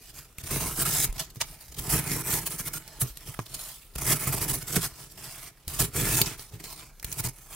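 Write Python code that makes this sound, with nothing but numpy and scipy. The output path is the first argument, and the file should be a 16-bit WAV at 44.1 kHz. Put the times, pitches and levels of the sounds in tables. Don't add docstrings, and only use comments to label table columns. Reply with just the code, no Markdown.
import sys
import numpy as np
from scipy import signal
from scipy.io import wavfile
from scipy.ndimage import uniform_filter1d

SR = 44100
rng = np.random.default_rng(int(sys.argv[2]) if len(sys.argv) > 2 else 0)


def to_wav(s):
    ch = np.atleast_2d(s).T
    pcm = np.round(np.clip(ch, -1, 1) * 32767)
    wavfile.write(sys.argv[1], SR, pcm.astype(np.int16))


def convert_level_to_amplitude(level_db):
    exponent = np.asarray(level_db, float) / 20
    return 10 ** exponent


N = 333287

# (f/Hz, width/Hz, level/dB)
DESK_MODES = [(108, 30, -1.5), (135, 35, 2.5), (168.6, 36.8, -2.5), (244, 23, -11), (314.2, 24.6, -8.5),
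              (399, 23, -9), (465, 57, -15.5)]


def evened(x):
    return x / np.sqrt(np.mean(x ** 2) + 1e-20)


def read(points, hz):
    f, value = np.transpose(points)
    return np.interp(np.log(hz + 1), np.log(f + 1), value)


def colour(x, points):
    hz = abs(np.fft.fftfreq(8192, 1 / SR))
    log_gain = np.log(np.maximum(convert_level_to_amplitude(read(points, hz)), 1e-4))
    taps = np.fft.ifft(np.exp(np.conj(signal.hilbert(log_gain)))).real[:4096]
    return signal.oaconvolve(x, taps)[:len(x)]


def resonate(x, hz, width):
    r = np.exp(-np.pi * width / SR)
    turn = np.exp(2j * np.pi * hz / SR)
    return 2 * signal.lfilter([1 - r], [1, -r * turn], x + 0j).real


def ring(x, modes):
    total = np.zeros(len(x))
    for k, (hz, width, db) in enumerate(modes):
        total += (-1) ** k * convert_level_to_amplitude(db) * resonate(x, hz, width)
    return evened(total)


def drift(seconds):
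    size = max(round(seconds * SR), 2)
    return evened(uniform_filter1d(uniform_filter1d(rng.standard_normal(N), size), size))


def patches(hz, seconds, size=256):
    field = rng.standard_normal((N * 4 // size + 9, size // 2 + 1))
    field = uniform_filter1d(field, max(round(seconds * SR * 4 / size), 1), axis=0)
    return evened(uniform_filter1d(field, max(round(hz * size / SR), 1), axis=1)).T


def reshape(x, gain, size=256):
    overlap = size * 3 // 4
    z = signal.stft(x, nperseg=size, noverlap=overlap)[2]
    return signal.istft(z * gain[:, :z.shape[1]], nperseg=size, noverlap=overlap)[1][:N]


def room_tone():
    # (f/Hz, level/dB)
    floor = [(18, -37), (30, 1), (81, -27.5), (124, -30), (374, -33.5), (666, -32.5), (1960, -45),
             (16000, -50)]
    return convert_level_to_amplitude(-56.5) * evened(colour(rng.standard_normal(N), floor))


def effort():
    # (start t/s, length/s, edge hiss level/dB, desk weight/dB, hiss dullness/dB)
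    strokes = [(0, 0.12, -52, -49, 7.5), (0.488, 0.253, -38, -1.5, -2), (0.783, 0.3, -43, 7.5, -0.5),
               (1.08, 0.25, -65.5, 10, 10.5), (1.45, 0.28, -58, -11, 3), (1.81, 0.393, -42.5, 3.5, -0.5),
               (2.243, 0.17, -38, -0.5, -10.5), (2.399, 0.43, -52, 1, -1.5), (2.825, 0.22, -53, -3, 7),
               (3.19, 0.25, -52.5, -5, 4.5), (3.981, 0.43, -43.5, 2, 0), (4.249, 0.34, -40.5, 2, -7),
               (4.575, 0.34, -51, 2, 2), (4.897, 0.12, -53.5, -5, 6.5), (5.218, 0.28, -45, -8.5, 4.5),
               (5.684, 0.214, -54.5, 11, -0.5), (5.95, .27, -35, 4, -4.5), (6.226, .13, -43, -3, 9.5),
               (6.62, .28, -54.5, -1.5, 8), (7.047, 0.26, -49, 3.5, -0.5), (7.334, 0.3, -57, -6, -9),
               (7.503, .2, -44.5, -7.5, 1)]
    # (peak t/s, build-up/s, edge hiss level/dB, desk weight/dB)
    pushes = [(.104, 0.02, -49.5, -4), (.191, .032, -41, -8), (.414, 0.029, -47, -3),
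              (.476, 0.024, -39, -3), (.823, 0.059, -26.5, -6), (1.05, 0.017, -26.5, -23),
              (1.167, 0.02, -43, 2.5), (1.526, 0.14, -49, -2.5), (1.688, 0.0095, -51.5, 5),
              (1.75, 0.0067, -41.5, -1), (1.795, 0.011, -30, -5), (1.873, 0.01, -38, 2),
              (1.996, 0.018, -30, -15), (2.135, .05, -33, 2.5), (2.35, 0.054, -31, -3),
              (2.68, 0.034, -32.5, -4.5), (3.557, 0.078, -45, -1), (4.126, 0.079, -24, -1.5),
              (4.386, 0.0088, -34, -2), (4.501, .015, -42, -6), (4.626, 0.023, -38.5, -0.5),
              (5.122, 0.018, -45, -36), (5.274, 0.19, -50.5, 1), (6.498, 0.016, -50.5, -16),
              (6.729, 0.083, -42.5, -15), (7.202, 0.023, -28.5, -7.5)]
    # (peak t/s, trail/s, edge hiss level/dB, desk weight/dB)
    catches = [(.154, 0.12, -49, -8), (.512, 0.017, -29.5, -2), (.606, 0.064, -37, 1.5),
               (.858, 0.056, -27.5, -5.5), (1.186, 0.065, -39.5, -8), (1.198, 0.025, -30, -9),
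               (1.613, 0.051, -48.5, -15), (1.774, 0.052, -42.5, 2.5), (1.925, 0.076, -26.5, 2.5),
               (2.421, 0.021, -37.5, -3), (3.018, 0.049, -40, 5), (3.074, 0.066, -44.5, -26),
               (3.598, 0.17, -39.5, -20), (3.818, 0.11, -55, -21), (4.16, 0.014, -33, -4),
               (4.202, 0.063, -36, -7), (4.276, 0.018, -31, 3.5), (4.686, 0.11, -36, -4.5),
               (4.73, 0.072, -34, -3), (5.178, 0.035, -41, -15), (5.242, 0.019, -40, -9),
               (5.428, 0.043, -62, -8), (5.707, 0.16, -40, -10), (5.862, 0.017, -47, 1),
               (6.264, 0.025, -33, -4), (6.388, 0.076, -44, -7), (7.03, 0.063, -72, -7),
               (7.115, 0.23, -55, -13), (7.288, 0.013, -39.5, -29)]
    # (peak t/s, half width/s, edge hiss level/dB, desk weight/dB)
    bites = [(.441, 0.0096, -40.5, -2), (.96, 0.067, -26.5, -19), (1.365, .012, -49.5, 3),
             (1.723, 0.0065, -44, -3.5), (1.905, 0.014, -27, -5), (2.47, 0.014, -29, -6.5),
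             (2.527, 0.039, -36.5, -3.5), (2.598, 0.019, -31.5, -5.5), (3.17, 0.023, -48, -18),
             (3.283, 0.03, -43.5, 3), (3.547, 0.0068, -29.5, -31), (4.017, 0.007, -32.5, -8),
             (4.239, 0.011, -32.5, -10), (4.764, 0.0092, -21, 0.5), (4.841, 0.034, -29, -8.5),
             (5.015, 0.062, -45.5, -3), (5.968, .023, -36, -1), (5.999, 0.059, -33, 4.5),
             (6.142, .12, -29, -2.5), (6.285, 0.041, -38, -4), (6.541, 0.031, -51, 7.5),
             (6.605, 0.0098, -44.5, 3), (6.65, 0.012, -40.5, -5), (6.797, 0.056, -46, -9),
             (7.129, 0.0035, -34, -20), (7.385, 0.015, -56, 1), (7.423, 0.0082, -56, -15)]
    # (start t/s, length/s, edge hiss level/dB, desk weight/dB)
    rips = [(0.504, 0.076, -35, 4.5), (0.598, 0.089, -35, -3.5), (0.907, 0.037, -31, -32),
            (1, 0.058, -28.5, -32), (2.733, 0.05, -36.5, -5), (4.326, 0.025, -29.5, -1),
            (4.409, 0.04, -32, -1), (4.48, .04, -31.5, 0), (4.532, 0.027, -32, -3), (5.79, 0.037, -25, 0.5),
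            (5.83, 0.029, -33.5, 2.5), (5.939, 0.021, -41, -11), (7.238, 0.038, -34.5, -1),
            (3.593, 0.13, -50, -8), (3.954, 0.0088, -32, -8), (3.982, .012, -34, -2),
            (3.459, .014, -47.5, -7), (6.259, 0.014, -35, -3), (2.061, 0.163, -36, 0.5),
            (2.27, 0.1226, -32.5, -5)]
    # (peak t/s, half width/s, edge hiss level/dB, sheet over edge/dB, dullness/dB)
    landings = [
        (1.098, 0.014, -49, 5.5, -5),
        (1.305, .006, -46.5, -15, 7),
        (1.406, 0.0023, -32, 3, 4),
        (1.415, 0.0065, -20.5, -1.5, 13.5),
        (1.43, 0.021, -40.5, 0, 9),
        (3.017, 0.015, -24, -11, -4),
        (3.344, 0.0041, -43.5, 8.5, -3),
        (3.399, .003, -42, 3, 8),
        (1.49, .01, -54, 3, 7),
        (6.728, .004, -38, -5, 6.5),
    ]
    slide_sheet_db, bite_sheet_db = -3.5, -7
    bite_rise = 0.81
    t = np.arange(0, N + 44, 44) / SR

    def layers(edge_db, sheet_db, weight_db):
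        return convert_level_to_amplitude(edge_db + np.array([[0], [sheet_db + 0.21 * weight_db], [weight_db]])) ** 2

    def hold(start, length, ramp):
        return np.clip(np.minimum(t - start, start + length - t) / ramp + .5, 0, 1) ** 2

    def bell(at, rise, fall):
        flank = np.hypot(np.where(t < at, rise, fall), 0.0027)
        return 10 ** -((t - at) / flank) ** 2

    power = layers(-64, slide_sheet_db, 1.5) * np.ones(len(t))
    dull = power[0] * 5.5
    contacts = []
    for start, length, db, weight, dull_db in strokes:
        contacts.append((layers(db, slide_sheet_db, weight) * hold(start, length, 0.039), dull_db))
    for at, half, db, sheet_db, dull_db in landings:
        contacts.append((layers(db, sheet_db, -20) * bell(at, bite_rise * half, half), dull_db))
    for part, dull_db in contacts:
        power += part
        dull += part[0] * dull_db
    dull_db = dull / power[0]
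    for start, length, db, weight in rips:
        power += layers(db, bite_sheet_db, weight) * hold(start, length, 0.0036)
    for rows, rise, fall in ((pushes, 1, 0.24), (catches, 0.16, 1), (bites, bite_rise, 1)):
        for at, length, db, weight in rows:
            power += layers(db, bite_sheet_db, weight) * bell(at, rise * length, fall * length)
    return [np.interp(np.arange(N) / SR, t, v) for v in (*np.sqrt(power), dull_db)]


def fibres(per_s, spread_db, clump_db, clump_s):
    breaks = (rng.random(N) < per_s / SR) * rng.standard_normal(N)
    size = convert_level_to_amplitude(spread_db * np.minimum(rng.exponential(1, N), 5))
    return evened(breaks * size * convert_level_to_amplitude(clump_db * drift(clump_s)))


def cutting(edge, sheet, desk, dull_db):
    # (f/Hz, level/dB)
    edge_spectrum = [(1650, -49), (2800, -10), (3560, -10), (5480, -4.5), (6340, -5), (8990, 1.5),
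                     (10800, 1.5), (15100, -2)]
    # (f/Hz, width/Hz, level/dB)
    sheet_modes = [(644, 93, 6), (904, 107, 4.5), (1010, 95, 7), (1347, 250, 4.5), (1684, 240, 5.5),
                   (2320, 740, 2.5)]
    tear = fibres(per_s=18000, spread_db=2.0, clump_db=1.3, clump_s=0.007)
    slips = fibres(per_s=700, spread_db=2.0, clump_db=-1.0, clump_s=0.0022)

    hiss = colour(tear, edge_spectrum)
    lower = signal.sosfilt(signal.butter(2, 6800, fs=SR, output="sos"), hiss)
    dull = convert_level_to_amplitude(dull_db)
    hiss = edge * evened(hiss + (dull - 1) * lower) / np.sqrt(0.55 + 0.1 * dull ** 2)

    panel = ring(sheet * evened(tear + 0.36 * slips), sheet_modes) * np.sqrt(np.mean(sheet ** 2))
    top = ring(desk * slips, DESK_MODES)
    ringing = uniform_filter1d(top ** 2, 3000) + 1e-12
    load = uniform_filter1d(np.roll(desk, 300) ** 2, 3000) + 1e-12
    top = top * np.sqrt(load / ringing)

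    swing = top / np.sqrt(load + uniform_filter1d(edge ** 2, 3000) / 2)
    hiss = hiss * convert_level_to_amplitude(1 * np.tanh(swing))

    shifting = convert_level_to_amplitude(2.0 * patches(hz=500, seconds=0.072) + 0.98 * patches(hz=2590, seconds=0.016))
    narrow = convert_level_to_amplitude(2.4 * patches(hz=130, seconds=.2, size=1024))
    rasp = reshape(hiss + convert_level_to_amplitude(-0.75) * panel, evened(shifting))
    return reshape(rasp, evened(narrow), size=1024) + convert_level_to_amplitude(-2.8) * top


def hands(desk):
    # (f/Hz, level/dB)
    rumble = [(12, -51), (25, -5.5), (60, -1), (85, -5.5), (110, -31.5)]
    lumps = colour(rng.standard_normal(N), rumble)
    load = np.sqrt(abs(uniform_filter1d(desk ** 2, 1500)))
    return convert_level_to_amplitude(-13.5) * load ** 0.83 * evened(lumps)


def snaps():
    # (t/s, peak level/dB, f/Hz, desk thud over peak/dB, share of wide crackle 0-1)
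    tips = [(0.3819, -19, 2650, -26, 0.76), (1.1252, -29.5, 9600, -13, 0.3), (1.1795, -27, 3270, -28, 0.65),
            (2.876, -25, 5640, -22, 0.83), (3.1707, -20.5, 6400, -29, 1), (3.3897, -24, 1150, -0.5, 0.29),
            (3.462, -36, 3700, -32, 0.2), (3.9566, -31, 2600, -3, 0.46), (3.936, -42, 5000, -30, 0.7),
            (5.678, -13.5, 4890, -26, 0.93), (5.7487, -28, 7080, -22, 0.4), (6.214, 1.5, 4500, -22.5, 0.72),
            (6.3933, -27, 5160, -18, 0.5), (6.6389, -22, 3860, -20, 0.86), (6.996, -29.5, 5660, -38, 0.73),
            (7.0261, -22, 2010, -29, 0.7), (7.0436, -12, 3370, -26, 0.89), (7.115, -22, 6160, -33, 0.45),
            (7.1243, -14.5, 5460, -40, 1), (1.347, -37, 12000, -30, 0.6), (1.357, -33, 9000, -14, 0.6),
            (1.367, -36, 5500, -25, 0.7), (3.014, -13, 9050, -21.5, 0.5), (7.045, -27, 8500, -30, 0.6)]
    size = 2000
    out, push, t = np.zeros(N + size), np.zeros(N), np.arange(size) / SR
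    decay = convert_level_to_amplitude(-60 * t / 0.025) + 0.4 * convert_level_to_amplitude(-60 * t / 0.0071)
    for s, db, hz, thud_db, wide in tips:
        burst = rng.standard_normal(size) * decay
        burst[:2] = -4.5, 3.5
        wide = np.clip(wide, 0, 1)
        crackle = evened(signal.lfilter([1, -1], [1, -.6], burst))
        pitched = evened(resonate(resonate(burst, hz, 0.15 * hz), hz, 1.5 * hz))
        crack = wide * crackle + (1 - wide) * pitched
        at = round((s + .0017) * SR)
        out[at:at + size] += convert_level_to_amplitude(db) * crack / abs(crack).max()
        push[at] = -convert_level_to_amplitude(db + thud_db)
    thud = np.zeros(N)
    for hz, width, db in DESK_MODES:
        thud += convert_level_to_amplitude(db) * resonate(push, hz, width) * SR / (2 * np.pi * width)
    knock = np.convolve(push, np.hanning(30))[:N]
    return out[:N] + convert_level_to_amplitude(-7.0) * thud + convert_level_to_amplitude(-17.0) * knock


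def thumps():
    # (t/s, peak level/dB, f/Hz, t60/s)
    blows = [(0.384, -38.5, 71, 0.038), (1.09, -23.5, 35.5, .16), (1.368, -33.5, 129, 0.062),
             (3.022, -20.5, 126, 0.1), (3.285, -34.5, 108, .12), (3.957, -32.5, 60, 0.2),
             (4.765, -16.5, 166, 0.12), (6.534, -35.5, 108, 0.13), (7.044, -33, 57, 0.12),
             (7.196, -28.5, 115, 0.1), (7.246, -27, 125, 0.17), (1.63, -52, 50, .12), (1.69, -43, 60, .12),
             (1.79, -31, 50, 0.11), (3.1, -39, 50, 0.22), (4.272, -21.5, 135, 0.12), (4.92, -45, 60, .2),
             (0.789, -38, 58.5, .15), (5.674, -31, 76, 0.09), (.435, -34, 90, 0.087),
             (3.4, -34.5, 109, 0.13)]
    size = 9000
    out, t = np.zeros(N + size), np.arange(size) / SR
    for s, db, hz, t60 in blows:
        swing = np.sin(2 * np.pi * hz * t) * convert_level_to_amplitude(-60 * t / max(t60, .02))
        swing *= 1 - np.exp(-t / 0.0025)
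        out[round(s * SR):][:size] += convert_level_to_amplitude(db) * swing / abs(swing).max()
    return out[:N]


def near_reflections(x):
    t = np.arange(6000) / SR
    taps = rng.standard_normal(len(t)) * convert_level_to_amplitude(-60 * t / 0.11)
    return signal.oaconvolve(x, taps / np.linalg.norm(taps))[:N]


def stereo(mid):
    # (f/Hz, level/dB)
    side_spectrum = [(60, -9), (300, -13), (1000, -5.5), (2400, -4.5), (3500, -0.5), (7000, 1.5),
                     (8300, -7), (15000, -4.5)]
    # (f/Hz, level/dB)
    lean = [(60, 0), (1000, -1.2), (12000, -1.64)]
    fixed_share = .4
    moving = reshape(mid, np.exp(2j * patches(hz=700, seconds=.006)))
    moving *= np.sqrt(np.mean(mid ** 2) / np.mean(moving ** 2))
    side = colour(fixed_share * near_reflections(mid) + (1 - fixed_share) * moving, side_spectrum)
    return np.array([colour(mid + way * side, [(hz, way * db) for hz, db in lean]) for way in (1, -1)])


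def scene():
    edge, sheet, desk, dull_db = effort()
    steady = room_tone() + cutting(edge, sheet, desk, dull_db) + hands(desk) + thumps()
    lowpass = signal.firwin(601, 15850, window=("kaiser", 8), fs=SR)
    return stereo(signal.oaconvolve(steady, lowpass, "same") + snaps())


def flickering_width(left, right):
    hz = np.fft.rfftfreq(1024, 1 / SR)[:, None]
    weak = ((hz > 1000) & (hz < 4300)) | (hz > 7600)
    kept = ~weak | (patches(hz=2500, seconds=.1, size=1024) > -1.0)
    mid, side = (left + right) / 2, reshape((left - right) / 2, kept, size=1024)
    return np.array([mid + side, mid - side])


def top_cut(x):
    return signal.sosfilt(signal.butter(12, 16980, fs=SR, output="sos"), x)


def record(dry):
    lowpass = signal.firwin(401, 16350, window=("kaiser", 9), fs=SR)
    left, right = signal.oaconvolve(np.tanh(dry), lowpass[None], "same")
    return top_cut(flickering_width(left, right))


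dry = scene()
out = record(dry)
to_wav(out)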